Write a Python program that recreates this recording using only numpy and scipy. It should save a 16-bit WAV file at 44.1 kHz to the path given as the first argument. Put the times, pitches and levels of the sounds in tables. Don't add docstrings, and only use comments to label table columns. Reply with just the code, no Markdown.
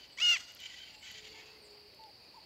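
import sys
import numpy as np
from scipy import signal
from scipy.fft import rfft, irfft
from scipy.io import wavfile
from scipy.ndimage import uniform_filter1d

SR = 44100
rng = np.random.default_rng(int(sys.argv[2]) if len(sys.argv) > 2 else 0)


def put_to_file(sound):
    columns = np.atleast_2d(sound).T
    safe = np.clip(columns, -1, 1)
    whole_steps = np.round(safe * 32767)
    wavfile.write(sys.argv[1], SR, whole_steps.astype(np.int16))


def makeup_ratio(level_db):
    decades = np.asarray(level_db, float) / 20
    return 10 ** decades


N = 108045
T = np.arange(N) / SR
TOP_HZ = 15750

# f/Hz, density/dB per Hz
AIR_SPECTRUM = [(30, -19), (55, -2), (200, -8), (800, -9), (1400, -16.5), (2600, -9), (6000, -28.5),
                (15500, -27)]
# t/s, length/s, low f/Hz, high f/Hz, level/dB
TRAFFIC_SWELLS = [
    (0.158, 0.32, 88, 1110, -68.5),
    (1.092, 0.84, 296, 562, -68.5),
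    (1.268, 0.36, 680, 1670, -68.5),
    (1.846, 0.34, 320, 664, -68),
    (2.237, 0.077, 320, 417, -66.5),
]
# f/Hz, density/dB
CICADA_SPECTRUM = [(2240, -48), (3800, -11), (4170, -9.5), (4400, -1), (4750, -1), (5150, -10), (5500, -20),
                   (6000, -25)]
# first t/s, last t/s, f/Hz, pulse rate/Hz, level/dB
CRICKET_TRAINS = [
    (0.611, 1.3, 8720, 32, -70.5),
    (2.03, 2.45, 8800, 30, -72),
    (1.343, 1.42, 9900, 23, -77),
    (1.498, 1.58, 9950, 13, -72),
    (1.676, 1.75, 9950, 23, -75),
    (1.857, 1.93, 9950, 23, -81.5),
    (2.025, 2.1, 9800, 23, -73),
    (2.195, 2.27, 9950, 23, -72),
    (2.37, 2.44, 10100, 23, -79),
]
# t/s, peak level/dB, lower ring level/dB, lower ring f/Hz
TWIG_SNAPS = [(0.521, -48, -13, 7030), (0.548, -37.5, -16, 7160), (0.602, -45, 0.5, 7560),
              (0.998, -52.5, -6.5, 7600), (1.1154, -41, -16, 7370), (1.254, -61, 4, 7600),
              (1.5028, -56, -13, 7500), (1.9462, -48, -11, 7270), (2.0353, -60, 3, 7260),
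              (2.0375, -60, 15, 3620), (1.2545, -64, 11, 3930)]
# t/s, length/s, start f/Hz, end f/Hz, level/dB
WHISTLES = [
    (.115, 0.19, 7920, 7980, -73.5),
    (.93, 0.13, 7580, 7590, -70.5),
    (1.614, 0.071, 9750, 6500, -71),
    (2.238, .016, 6100, 7900, -80),
    (2.345, 0.016, 6200, 7500, -79.5),
    (2.436, .014, 7400, 7100, -79),
]
# t/s, length/s, start f/Hz, end f/Hz, level/dB
HOOTS = [(.9, 0.13, 869, 830, -71.5), (1.04, 0.12, 841, 837, -76), (1.14, 0.465, 430, 432.2, -66.5),
         (1.61, 0.28, 418, 412.4, -65), (1.33, 0.078, 885, 890, -64.5), (1.34, 0.096, 1744, 1790, -69),
         (1.985, 0.101, 899, 851, -57), (2.068, 0.038, 820, 814, -58.5), (2.336, 0.022, 830, 1090, -59.5),
         (2.352, 0.021, 1080, 980, -61.5), (2.366, 0.03, 970, 803, -55.5)]
# t/s, length/s, top f/Hz, level/dB, beak resonance level/dB
FAR_SQUAWKS = [(-.1, 0.17, 758, -59.5, 6), (0.574, 0.095, 769, -52, 5.5), (0.63, 0.14, 498, -57.5, 3.5),
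               (0.695, 0.083, 796, -57.5, 6), (0.757, 0.087, 743, -51, 11.5), (1.002, 0.077, 766, -51.5, 6),
               (1.032, .08, 773, -52.5, 5.5), (1.032, 0.2, 494.7, -58, 5), (1.121, 0.1, 775, -55.5, 6.5),
               (1.22, 0.13, 695, -60.5, 2.5), (1.301, 0.14, 575, -62, 12.5), (1.5, .13, 521.6, -71.5, 16),
               (2.171, 0.129, 625, -71, 14), (0.836, 0.11, 707, -61, 6.5), (1.37, 0.126, 661, -64, 7)]
# f/Hz, level/dB
FAR_THROAT = [(700, -28), (1400, -21.5), (2000, -5.5), (3500, -3), (5500, -15.5), (7200, -14),
              (8000, -44.5), (9500, -48.5)]
# t/s, fundamental f/Hz, level/dB, odd overtone level/dB, fourth overtone ring level/dB
SQUAWK_CONTOUR = [
    (0.168, 466, -69.5, -6, -1),
    (0.177, 499, -45, -21, 5.5),
    (0.192, 568.3, -38, -24, 11),
    (0.203, 634, -37, 1, 6),
    (0.226, 721, -27, 2, 20),
    (0.305, 707.5, -23.5, -2.5, 21),
    (0.341, 681.7, -28.5, 5, 16.5),
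    (0.356, 646.4, -35, 18, 24),
    (0.374, 464, -35.5, -20.5, 6.5),
]
# f/Hz, level/dB
NEAR_THROAT = [(700, -37), (1400, -22.5), (2200, -17), (3900, -19.5), (5000, -19.5), (6500, -21.5),
               (7900, -32.5), (10000, -57.5)]

DULL_DB_PER_DB = 0.26
MOUTH_PER_DULL, SECOND_PER_DULL, RAGGED_PER_DULL = 2.15, 0.61, 0.22
MOUTH_HZ, MOUTH_WIDTH_HZ, MOUTH_DB = 3150, 670, -2
TOP_RING_HZ, TOP_RING_WIDTH_HZ, TOP_RING_DB = 12600, 2900, 8


def level(x, db):
    return x * makeup_ratio(db) / np.sqrt(np.mean(x ** 2))


def shape(table, hz):
    table = np.array(table, float)
    return np.interp(np.log(np.maximum(hz, 1)), np.log(table[:, 0]), table[:, 1])


def walk(rate, count=N):
    k = max(int(SR / rate), 1)
    held = np.repeat(rng.standard_normal(count // k + 1), k)
    return 1.382 * uniform_filter1d(uniform_filter1d(held, k), k)[:count]


def noise(table, lo_hz, hi_hz):
    hz = np.arange(N // 2 + 1) * SR / N
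    octave_edge = np.minimum(np.log(hz / lo_hz + 1e-9), np.log(hi_hz / (hz + 1e-9)))
    band = np.sin(np.clip(octave_edge * 8 + .5, 0, 1) * np.pi / 2)
    return irfft(rfft(rng.standard_normal(N)) * makeup_ratio(shape(table, hz)) * band, N)


def leaves(x, t60, rustle=0.53):
    t = T[:SR]
    tail = rng.standard_normal(SR) * np.exp(-np.log(1000) * t / t60) * np.minimum(t / 0.028, 1)
    moving = (1 + rustle * walk(90)) / np.sqrt(1 + rustle ** 2)
    return moving * signal.fftconvolve(x, tail / np.sqrt(np.sum(tail ** 2)))[:N]


def gate(start, length, edge):
    return np.sin(np.pi / 2 * np.clip(np.minimum(T - start, start + length - T) / edge, 0, 1)) ** 2


def air():
    edges = (22, 90, 250, 600, 1200, 2000, 3800, 7000, 17000)
    bands = [makeup_ratio(min(1.5, 3000 / lo) * .7 * walk(6)) * noise(AIR_SPECTRUM, lo, hi)
             for lo, hi in zip(edges, edges[1:])]
    return level(sum(bands), -63)


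def traffic():
    out = np.zeros(N)
    for s, length, lo, hi, db in TRAFFIC_SWELLS:
        rush = level(noise(AIR_SPECTRUM, lo, hi), db)
        out += rush * makeup_ratio(1.6 * walk(25.58)) * gate(s, length, length / 3)
    return out


def cicadas():
    edges = (3800, 4400, 4800, 5200, 6000)
    chorus = [makeup_ratio(.5 * walk(3) + 1.3 * walk(60)) * noise(CICADA_SPECTRUM, lo, hi)
              for lo, hi in zip(edges, edges[1:])]
    return level(sum(chorus), -59.5)


def crickets():
    out = np.zeros(N)
    for s, end, hz, rate, db in CRICKET_TRAINS:
        stroke = np.clip(0.34 * np.sin(2 * np.pi * rate * (T - s)) + 0.086, 0, 1)
        pulse = stroke * (T > s) * (T < end)
        out += makeup_ratio(db + 1.4 * walk(14.4)) * pulse * np.sin(2 * np.pi * hz * T)
    return out


def twigs():
    out = np.zeros(N)
    for s, db, low_db, hz in TWIG_SNAPS:
        t = np.maximum(T - s - .001, 0)
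        high = np.sin(2 * np.pi * 12000 * t) * np.exp(-t / 0.0003)
        low = makeup_ratio(low_db) * np.sin(2 * np.pi * hz * t) * np.exp(-t / 0.00082)
        burst = 0.22 * (t > 0) * rng.standard_normal(N) * np.exp(-np.log(1000) * t / 0.0028)
        out += makeup_ratio(db) * (high + low + burst)
    return out


def glides(table, wet_db, t60, bend, rasp, waver_db):
    dry = np.zeros(N)
    for s, length, hz0, hz1, db in table:
        slide = hz0 + (hz1 - hz0) * np.clip((T - s) / length, 0, 1) ** bend
        hz = slide * (1 + .002 * walk(45) + rasp * walk(500))
        loudness = makeup_ratio(db + 3.5 + waver_db * walk(59.66)) * gate(s, length, min(.012, length / 3))
        dry += loudness * np.sin(2 * np.pi * np.cumsum(hz) / SR)
    return dry + makeup_ratio(wet_db) * leaves(dry, t60, rustle=50 * rasp)


def small_birds():
    return glides(WHISTLES, 0, .3, bend=.75, rasp=.02, waver_db=3.)


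def far_fowl():
    return glides(HOOTS, -13, .3, bend=1.2, rasp=.004, waver_db=1.)


def voice(hz, throat, beak_hz, beak_db, odd_db, wobble, flutter_db, rasp, dull_db=0, ring_db=0,
          width_hz=144, late_db=0):
    n, k = len(hz), np.arange(1, 23)[:, None]
    ragged = 1 + RAGGED_PER_DULL * dull_db
    drift = 1 + wobble * ragged * (walk(109.3, count=n) + 0.589 * walk(400, count=n))
    hz = hz * drift
    f = k * hz

    slope_db = (dull_db + late_db) * np.log2(np.maximum(f / 3500, 1))
    top_db = TOP_RING_DB / (1 + (2 * (f - TOP_RING_HZ) / TOP_RING_WIDTH_HZ) ** 4)
    plain = makeup_ratio(shape(throat, f) - slope_db + top_db) * (f < TOP_HZ)

    mouth_db = (ring_db + MOUTH_PER_DULL * dull_db) / (1 + (2 * (f - MOUTH_HZ) / MOUTH_WIDTH_HZ) ** 4)
    peak_db = beak_db / (1 + (2 * (f - beak_hz * drift) / width_hz) ** 2)
    second_db = SECOND_PER_DULL * dull_db * (k == 2)
    gain = plain * makeup_ratio(odd_db * (k % 2) + mouth_db + second_db + peak_db)

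    calm = 1 - 0.96 * gain / gain.max(axis=0)
    overtone_rasp = rasp * (1 + (k[:, 0] / 13) ** 4)
    life = np.array([g * makeup_ratio(flutter_db * c * walk(160, count=n)) + p * r * ragged * walk(1100, count=n)
                     for g, p, c, r in zip(gain, plain, calm, overtone_rasp)])
    phase = 2 * np.pi * (k * np.cumsum(hz) / SR + rng.random((len(k), 1)))
    power = np.sum(gain ** 2 + (rasp * ragged * plain) ** 2, axis=0) / 2
    return np.sum(life * np.sin(phase), axis=0) / np.sqrt(power)


def far_parrots():
    dry = np.zeros(N)
    for s, length, hz, db, beak_db in FAR_SQUAWKS:
        on = (T > s) & (T < s + length)
        arch = 1 - .13 * np.abs(2 * (T[on] - s) / length - 1) ** 6
        call = voice(hz * arch, FAR_THROAT, 4 * hz, beak_db, odd_db=-8, wobble=.028, flutter_db=6,
                     rasp=1.05, width_hz=380)
        dry[on] += makeup_ratio(db + 2.4 * walk(70, count=on.sum())) * gate(s, length, .035)[on] * call
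    return dry + leaves(dry, .38, rustle=.5)


def near_parrot():
    s, hz, db, odd_db, beak_db = np.array(SQUAWK_CONTOUR).T
    on = (T > s[0]) & (T < s[-1])
    t = T[on]
    odd_db = np.interp(t, s, odd_db) - 10 * np.clip((.198 - t) / 0.0033, 0, 1)
    beak_db = np.interp(t, s, beak_db)
    tremor = 1 + .011 * np.sin(2 * np.pi * 56.5 * (t - .2545))
    hz = np.interp(t, s, hz) * tremor

    # t/s, level/dB
    catches = ((.1815, -16), (.1965, -16), (.2105, -7))
    breaks = sum(d * np.exp(-((T - c) / .0018) ** 2) for c, d in catches)
    effort = makeup_ratio(np.interp(T, s, db) + breaks) * gate(s[0], s[-1] - s[0], 0.0039)
    dull_db = DULL_DB_PER_DB * np.minimum(db.max() - np.interp(t, s, db), 16)
    late_db = 5 * np.clip((t - .35) / .01, 0, 1)

    front, side = np.zeros((2, N))
    front[on] = voice(hz, NEAR_THROAT, 4 * hz, beak_db, odd_db, wobble=.004, flutter_db=3.4, rasp=.27,
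                      dull_db=dull_db, ring_db=MOUTH_DB, late_db=late_db)
    side[on] = voice(hz, NEAR_THROAT, 4 * hz, beak_db - 12, odd_db, wobble=.018, flutter_db=4, rasp=.8,
                     dull_db=dull_db, ring_db=MOUTH_DB)
    near_trees = makeup_ratio(-17.5) * leaves(side * effort, 0.31)
    far_trees = makeup_ratio(-22.5) * leaves(side * effort, 1)
    return front * effort + near_trees + far_trees


def scene():
    background = air() + traffic() + cicadas() + crickets() + twigs()
    birds = small_birds() + far_fowl() + far_parrots() + near_parrot()
    return (background + birds)[None]


def top_cut(x):
    return signal.sosfilt(signal.butter(12, 15750, fs=SR, output="sos"), x)


def record(dry):
    low_pass = signal.ellip(10, .2, 70, TOP_HZ, fs=SR, output="sos")
    mix = signal.sosfilt(low_pass, dry)
    return top_cut(mix)


dry = scene()
out = record(dry)
put_to_file(out)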